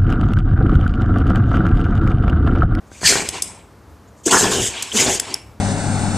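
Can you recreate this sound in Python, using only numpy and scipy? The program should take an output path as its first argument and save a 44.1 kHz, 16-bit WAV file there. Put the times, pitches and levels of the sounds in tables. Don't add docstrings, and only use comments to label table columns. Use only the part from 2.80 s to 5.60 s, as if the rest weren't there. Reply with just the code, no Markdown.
import sys
import numpy as np
from scipy import signal
from scipy.fft import rfft, irfft, next_fast_len
from scipy.io import wavfile
from scipy.ndimage import uniform_filter1d

SR = 44100
rng = np.random.default_rng(int(sys.argv[2]) if len(sys.argv) > 2 else 0)


def wrap_up_sound(samples):
    columns = np.atleast_2d(samples).T
    tamed = np.clip(columns, -1, 1)
    steps = np.round(tamed * 32767).astype(np.int16)
    wavfile.write(sys.argv[1], SR, steps)


N = 123480


def amp(db):
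    return 10 ** (np.asarray(db) / 20)


def unit(x):
    return x / np.sqrt(np.mean(x ** 2) + 1e-20)


def read(points, hz):
    f, value = np.transpose(points)
    return np.interp(np.log(hz + 1), np.log(f + 1), value)


def add(mix, start, sound):
    part = mix[max(round(start * SR), 0):][:len(sound)]
    part += sound[:len(part)]


def colour(x, points):
    log_gain = np.log(amp(read(points, abs(np.fft.fftfreq(4096, 1 / SR)))))
    taps = np.fft.ifft(np.exp(np.conj(signal.hilbert(log_gain)))).real
    return unit(signal.fftconvolve(x, taps[:len(taps) // 2])[:len(x)])


def clock(length):
    return np.arange(0, length, 1 / SR)


def noise(t):
    return rng.standard_normal(len(t))


def arch(t, skew=1):
    return np.sin(np.pi * (np.arange(len(t)) / len(t)) ** abs(skew))


def steady(x, size=900):
    return x / np.sqrt(abs(uniform_filter1d(x ** 2, size)) + 1e-6)


def shifting(x, depth_db):
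    spectrogram = signal.stft(x, nperseg=256, noverlap=192)[2]
    field = rng.standard_normal(spectrogram.shape)
    field = uniform_filter1d(field, size=3, axis=0)
    field = unit(uniform_filter1d(field, size=14, axis=1))
    moved = signal.istft(spectrogram * amp(depth_db * field), nperseg=256, noverlap=192)[1]
    return steady(moved[:len(x)])


def ring(modes, size=2400):
    t = np.arange(size) / SR
    out = sum(amp(db - 60 * t / t60) * np.sin(2 * np.pi * hz * t) for hz, db, t60 in modes)
    return out / abs(out).max()


def glide(t, first_hz, last_hz):
    return 2 * np.pi * np.cumsum(np.linspace(first_hz, last_hz, len(t))) / SR


def swell(start, length, db, spectrum):
    t = clock(length)
    return start, amp(db) * arch(t) * colour(noise(t), spectrum)


def spread(middle, side, width):
    return np.array([middle + width * side, middle - width * side])


# frequency in Hz, level in dB.
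FLOOR_COLOUR = [(12, -59.5), (20, -37.5), (42, -25.5), (57, -6), (82, -3.5), (164, -14.5), (183, -11.5),
                (470, -17.5), (620, -19.5), (1170, -22), (2690, -36.5), (6530, -39), (7300, -41),
                (15000, -47.5)]
FLOOR_DB, FLOOR_WIDTH = -45.5, 0.12


def background():
    middle, side = [colour(z, FLOOR_COLOUR) for z in rng.standard_normal((2, N))]
    return amp(FLOOR_DB) * spread(middle, side, FLOOR_WIDTH)


# start in seconds, length in seconds, level in dB.
SNIFFS = [(0.063, 0.031, -60.5), (0.1, 0.15, -48), (1.358, 0.073, -57.5)]
# frequency in Hz, level in dB.
NOSE_COLOUR = [(3500, -42), (4900, -11), (5500, -9), (6400, 0.5), (7300, -0.5), (8200, -3), (9100, -10),
               (10100, -14), (10700, -19.5), (12500, -21), (14500, -32)]


def sniff(start, length, db):
    return swell(start, length, db, NOSE_COLOUR)


# start in seconds, length in seconds, level in dB, brightness in dB per octave.
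SNUFFLES = [(0.111, 0.19, -46, 2.5), (0.435, 0.095, -32.5, 2.5), (0.524, 0.099, -28.5, 0.1),
            (0.579, 0.29, -43, -2.5), (1.89, 0.22, -32, 0.6), (1.999, 0.25, -35, 1.5),
            (2.407, 0.18, -36.5, -0.5), (2.465, 0.14, -33, -0.6)]
# frequency in Hz, level in dB.
SNUFFLE_COLOUR = [(59, -26), (100, -3), (171, -6.5), (425, -1.5), (523, -7), (993, 1), (1270, -8),
                  (1920, -6), (2320, -0.5), (3730, -6.5), (5520, -8.5), (7850, -7), (14000, -38.5)]
TILT_PIVOT_HZ, SNUFFLE_SKEW, SNUFFLE_SHIFT_DB = 1000, 0.55, 2.7


def snuffle(start, length, db, tilt_db):
    t = clock(length)
    spectrum = [(hz, level + tilt_db * np.log2(hz / TILT_PIVOT_HZ)) for hz, level in SNUFFLE_COLOUR]
    air = shifting(colour(noise(t), spectrum), SNUFFLE_SHIFT_DB)
    return start, amp(db) * arch(t, SNUFFLE_SKEW) * air


# start in seconds, peak level in dB.
SLAPS = [(0.117, -25.5), (0.2164, -19), (0.2327, -12.5), (0.3045, -13), (0.3241, -9.5), (0.356, -8),
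         (0.362, -17), (.397, -12.5), (0.4227, -12.5), (.488, -18), (1.5321, -12.5), (1.547, -10),
         (1.560, -4), (1.61, -7.5), (1.6452, -5), (1.6563, -3.5), (1.7175, -8), (1.8007, -14.5),
         (2.255, -13), (2.272, -13.5), (2.282, -8), (2.353, -15.5)]
# frequency in Hz, level in dB, t60 in seconds.
MOUTH_MODES = [(169, -27.5, .03), (414, -7, 0.014), (754, -4, 0.0081), (1278, -2, 0.0033),
               (1800, -4, 0.017)]
SLAP_SOFT_S = 0.00047
MOUTH_VARIATION = 0.094


def slap(start, db):
    ratios = np.exp(MOUTH_VARIATION * rng.standard_normal(len(MOUTH_MODES)))
    modes = [(hz * ratio, level, t60) for (hz, level, t60), ratio in zip(MOUTH_MODES, ratios)]
    sound = np.convolve(ring(modes), arch(clock(SLAP_SOFT_S)))
    return start, amp(db) * sound / abs(sound).max()


# time in seconds, lip flutter in dB, throat rasp in dB,
# muzzle rush in dB, nose hiss in dB.
FIRST_SNEEZE = [(0.205, -45.5, -58, -42.5, -42), (0.235, -29, -30.5, -32.5, -29),
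                (0.255, -28.5, -35.5, -19, -16), (0.279, -33, -34.5, -15.5, -12.5),
                (0.305, -24.5, -31, -16.5, -14), (0.33, -23.5, -31, -22, -19.5),
                (0.351, -39, -35.5, -25, -22), (0.355, -25, -23.5, -22.5, -23),
                (0.423, -33, -37, -30, -28.5), (0.443, -31.5, -49, -58, -41), (0.47, -44.5, -35, -31, -37)]
SECOND_SNEEZE = [(1.432, -48.5, -69, -61, -41), (1.452, -31, -76, -48, -43), (1.461, 3.5, -48, -32, -15.5),
                 (1.481, -1.5, -26, -27.5, -20), (1.506, -37.5, -33, -29.5, -28),
                 (1.511, -27.5, -22, -17, -14), (1.531, -17, -10.5, -21, -15),
                 (1.575, -21.5, -16.5, -23.5, -17.5), (1.594, -32.5, -26, -23.5, -14),
                 (1.632, -17, -27, -25.5, -18.5), (1.644, -19.5, -17.5, -20.5, -24),
                 (1.7, -22.5, -32, -30.5, -27.5), (1.722, -25.5, -24.5, -24, -20),
                 (1.794, -22, -35, -26.5, -26.5), (1.825, -27.5, -43, -26, -21.5),
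                 (1.878, -37.5, -42, -27.5, -21), (1.895, -40, -48, -38, -31), (1.92, -47, -60, -45, -36)]
THIRD_SNEEZE = [(2.12, -50, -48, -28, -34), (2.134, -5, -45, -43, -29), (2.155, -28.5, -36, -25.5, -23),
                (2.174, -37, -28.5, -18, -14.5), (2.189, -23, -32, -18.5, -21), (2.205, -22, -38, -17, -12),
                (2.23, -23.5, -28, -20, -19.5), (2.249, -29, -28.5, -28, -18.5),
                (2.272, -20, -27, -22, -26.5), (2.296, -22.5, -26.5, -25, -21),
                (2.349, -32.5, -37.5, -28, -21), (2.39, -39, -46, -34, -35.5)]
# pulses per second at the start and at the end, before jitter,
# fade-in of the lip flutter in seconds.
FLUTTER = [(148.34, 90, 0.087), (230.85, 95, 0.082), (169.7, 100, 0.035)]
# frequency in Hz, level in dB.
LIP_COLOUR = [(25, -44.5), (50, -29), (78, -0.5), (105, -2), (160, -6), (230, -1), (300, -4.5), (410, 5),
              (520, -6.5), (650, -6), (900, -11.5), (2000, -50.5)]
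THROAT_COLOUR = [(350, -29), (620, -0.5), (880, 2), (1070, 1.5), (1200, -8.5), (1420, -2), (1750, -5),
                 (2100, -23), (3500, -36.5)]
# frequency in Hz, level in dB.
MUZZLE_COLOURS = [
    [(1060, -21), (1800, -5.5), (2430, -1), (2640, -7), (3260, -2), (3810, -9), (3900, -0.5), (4700, -1),
     (5400, -10), (7020, -27.5), (11900, -120)],
    [(1060, -32), (1800, -5), (2030, -4), (2240, -1.5), (2510, -1.5), (2840, 0.5), (3120, 2.5),
     (4270, -4.5), (5400, -0.5), (7020, -42), (11900, -120)],
    [(1060, -15), (1800, -10.5), (1970, -3), (2560, -3), (3050, -1), (3170, -3.5), (3440, -2), (3970, -5),
     (5400, -5), (7020, -13), (11900, -120)],
]
FLUTTER_JITTER, FLAP_VARIATION = .3, .35
LIP_AIR, THROAT_AIR = 0.61, 0.9
LIP_DEPTH, THROAT_DEPTH, AIR_DEPTH = 2.7, 1.5, 0.25
PUFF_DECAY_S, BLAST_EDGE_S = 0.0099, 0.0085
SHIFT_DB = 4.5
HISS_SHIFT_DB = 2


def sneeze(curve, flutter, muzzle_colour):
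    times, *levels = np.transpose(curve)
    t = np.arange(times[0], times[-1], 1 / SR)
    first_hz, last_hz, lip_fade_s = flutter
    jitter = unit(uniform_filter1d(noise(t), size=200))
    rate = np.geomspace(first_hz, last_hz, len(t)) * np.exp(FLUTTER_JITTER * jitter)
    turns = np.cumsum(rate) / SR
    flaps = unit(np.diff(np.floor(turns), prepend=0) * np.exp(FLAP_VARIATION * noise(t)))
    puffs = np.exp(-(turns % 1) / rate / PUFF_DECAY_S)

    def chopped(depth):
        return unit((1 + depth * puffs) * noise(t))

    lip_fade = np.clip((t - t[0]) / lip_fade_s, 0, 1) ** 4
    lips = steady(colour(flaps + LIP_AIR * chopped(LIP_DEPTH), LIP_COLOUR)) * lip_fade
    throat = shifting(colour(flaps + THROAT_AIR * chopped(THROAT_DEPTH), THROAT_COLOUR), SHIFT_DB)
    rush = shifting(colour(chopped(AIR_DEPTH), muzzle_colour), SHIFT_DB)
    hiss = shifting(colour(chopped(AIR_DEPTH), NOSE_COLOUR), HISS_SHIFT_DB)
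    parts = lips, throat, rush, hiss
    blast = sum(part * amp(np.interp(t, times, db)) for part, db in zip(parts, levels))
    edges = np.minimum(np.minimum(t - t[0], t[-1] - t) / BLAST_EDGE_S, 1)
    return times[0], edges * blast


# start in seconds, length in seconds, level in dB.
BUMPS = [(0.214, 0.089, -33), (0.461, 0.076, -39.5), (0.641, 0.066, -50), (1.057, 0.13, -45.5),
         (1.761, 0.095, -27), (2.265, 0.058, -38), (2.61, 0.17, -43.5)]
# frequency in Hz, level in dB.
BED_COLOUR = [(25, -33), (50, -14), (72, -1), (110, -6.5), (170, -20.5), (400, -37), (1500, -49.5)]


def bump(start, length, db):
    return swell(start, length, db, BED_COLOUR)


# start in seconds, length in seconds, start pitch in Hz,
# end pitch in Hz, width in Hz, level in dB.
WHISTLES = [(0.234, 0.017, 4710, 5340, 500, -28), (.238, 0.031, 1900, 1710, 111, -21.5),
            (0.251, 0.039, 4900, 4200, 560, -12), (0.277, 0.042, 5200, 5700, 600, -19.5),
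            (.32, 0.022, 1410, 1760, 164, -19), (1.271, 0.029, 6580, 7480, 593, -59.5),
            (1.52, 0.072, 900, 950, 120.4, -22), (1.528, 0.015, 1810, 1700, 160, -20.5),
            (1.562, 0.03, 1080, 1300, 100, -21.5), (1.924, 0.12, 3300, 2914, 700, -31),
            (2.116, 0.012, 3000, 3210, 220, -22.5), (2.19, 0.042, 2900, 2300, 302, -26.5),
            (2.28, 0.032, 710, 835, 166.7, -22)]


def whistle(start, length, first_hz, last_hz, width_hz, db):
    t = clock(length)
    pole = np.exp(-2 * np.pi * abs(width_hz) / SR)
    wander = signal.lfilter([1], np.poly([pole, pole]), noise(t) + 1j * noise(t))
    tone = (wander * np.exp(1j * glide(t, first_hz, last_hz))).real
    return start, amp(db) * arch(t) * unit(tone)


# start in seconds, length in seconds, start pitch in Hz,
# end pitch in Hz, level of the fundamental in dB.
GRUNTS = [(.235, 0.037, 174, 156.2, -25.5), (1.463, 0.016, 407, 250, -9.5), (1.482, 0.092, 277, 260, -26),
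          (2.141, 0.028, 388, 464, -19), (2.145, 0.036, 222, 221, -18), (2.514, 0.016, 344, 319.5, -32)]
GRUNT_OVERTONE_DB, GRUNT_SKEW = -25.5, 0.77


def grunt(start, length, first_hz, last_hz, db):
    t = clock(length)
    phase = glide(t, first_hz, last_hz)
    tone = np.sin(phase) + amp(GRUNT_OVERTONE_DB) * np.sin(2 * phase)
    return start, amp(db) * arch(t, GRUNT_SKEW) * tone


# start in seconds, level in dB, length of the chatter in seconds, its skew,
# brightest frequency in Hz, its lift in dB, lower band edge in Hz, level sent to the room in dB.
CLACKS = [(0.487, -20, 0.0083, .6, 5200, 2, 3050, -9.5),
          (.6208, -16.5, 0.0084, 0.51, 7700, 8.5, 3900, -8.5),
          (2.0225, -21, 0.012, 0.53, 7600, 7, 2320, -11.5), (2.3975, -16, 0.01, 0.31, 7350, 0.5, 1870, -14),
          (2.5396, -17.5, 0.0073, 0.86, 5360, 13, 4000, -18)]
# frequency in Hz, level in dB, t60 in seconds.
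TEETH_MODES = [(2280, -6, 0.0028), (3450, -5.5, 0.0065), (4730, -20, 0.0057), (5344, 2.5, 0.0065),
               (6400, 3, 0.0038), (7200, 7, 0.0029), (7940, 5.5, 0.0042), (9450, -2.5, 0.012),
               (9850, -2.5, 0.014), (14000, -7, .008)]
CONTACTS_PER_S, TEETH_OVERTONE, TEETH_TOP_HZ = 6000, 1.98, 12930
FOCUS_OCTAVES = .17


def clack(start, db, length, skew, bright_hz, lift_db, low_hz):
    t = clock(length)
    hits = rng.random(len(t)) < CONTACTS_PER_S / SR
    contacts = np.sign(noise(t)) * arch(t, skew) ** 2 * hits

    def focus(hz):
        return np.exp(-(np.log2(hz / bright_hz) / FOCUS_OCTAVES) ** 2)

    modes = [(hz, level + lift_db * (focus(hz) + focus(hz / TEETH_OVERTONE)), t60)
             for hz, level, t60 in TEETH_MODES]
    band = signal.butter(N=3, Wn=[low_hz, TEETH_TOP_HZ], btype="band", fs=SR)
    sound = signal.lfilter(*band, np.convolve(contacts, ring(modes)))
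    return start, amp(db) * sound / np.linalg.norm(sound) * np.sqrt(SR / 100)


# frequency in Hz, level in dB.
NEAR_SIDE = [(80, -31), (300, -15.5), (1000, -37), (2200, -37.5), (4200, -28), (8000, -21), (13000, -30)]
NEAR_S = .004


def nearby(x):
    taps = rng.standard_normal(round(NEAR_S * SR))
    size = next_fast_len(N + len(taps))
    gain = amp(read(NEAR_SIDE, np.fft.rfftfreq(size, 1 / SR)))
    echo = rfft(taps / np.linalg.norm(taps), size) * gain
    side = irfft(rfft(x, size) * echo, size)[:N]
    return spread(x, side, 1)


# frequency in Hz, t60 in seconds.
ROOM_DECAY = [(150, 0.38), (500, 0.62), (950, 0.51), (2500, 0.61), (4200, 0.32), (5500, 0.35), (6700, 0.31),
              (8000, 0.44), (14000, 0.12)]
DOG_TO_ROOM_DB, ROOM_WIDTH = -12.5, .3


def room(x):
    taps = rng.standard_normal((2, SR // 2)) * (rng.random((2, SR // 2)) < .1)
    taps[:, :round(.004 * SR)] = 0
    hz, t, spectrogram = signal.stft(taps, SR, nperseg=256)
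    decay = amp(-60 * t / read(ROOM_DECAY, hz)[:, None])
    tail = signal.istft(spectrogram * decay, SR, nperseg=256)[1]
    middle, side = signal.fftconvolve(x[None], tail / np.linalg.norm(tail[0]), axes=1)[:, :N]
    return spread(middle, side, ROOM_WIDTH)


LEFT_DB = .7


def scene():
    dog, teeth, teeth_to_room = np.zeros((3, N))
    for row in zip([FIRST_SNEEZE, SECOND_SNEEZE, THIRD_SNEEZE], FLUTTER, MUZZLE_COLOURS):
        add(dog, *sneeze(*row))
    for source, rows in ((sniff, SNIFFS), (snuffle, SNUFFLES), (slap, SLAPS), (bump, BUMPS),
                         (whistle, WHISTLES), (grunt, GRUNTS)):
        for row in rows:
            add(dog, *source(*row))
    for *row, room_db in CLACKS:
        start, sound = clack(*row)
        add(teeth, start, sound)
        add(teeth_to_room, start, amp(room_db) * sound)
    close = nearby(dog + teeth)
    reverb = room(amp(DOG_TO_ROOM_DB) * dog + teeth_to_room)
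    balance = amp([[LEFT_DB / 2], [-LEFT_DB / 2]])
    return (close + reverb + background()) * balance


LOW_CUT_HZ, EDGE_HZ, CEILING = 22, 14900, .95


def record(dry):
    x = signal.lfilter(*signal.butter(2, LOW_CUT_HZ, "high", fs=SR), dry)
    taps = signal.firwin(401, EDGE_HZ, window=("kaiser", 8), fs=SR)
    return signal.oaconvolve(np.clip(x, -CEILING, CEILING), taps[None], "same", axes=1)


dry = scene()
out = record(dry)
wrap_up_sound(out)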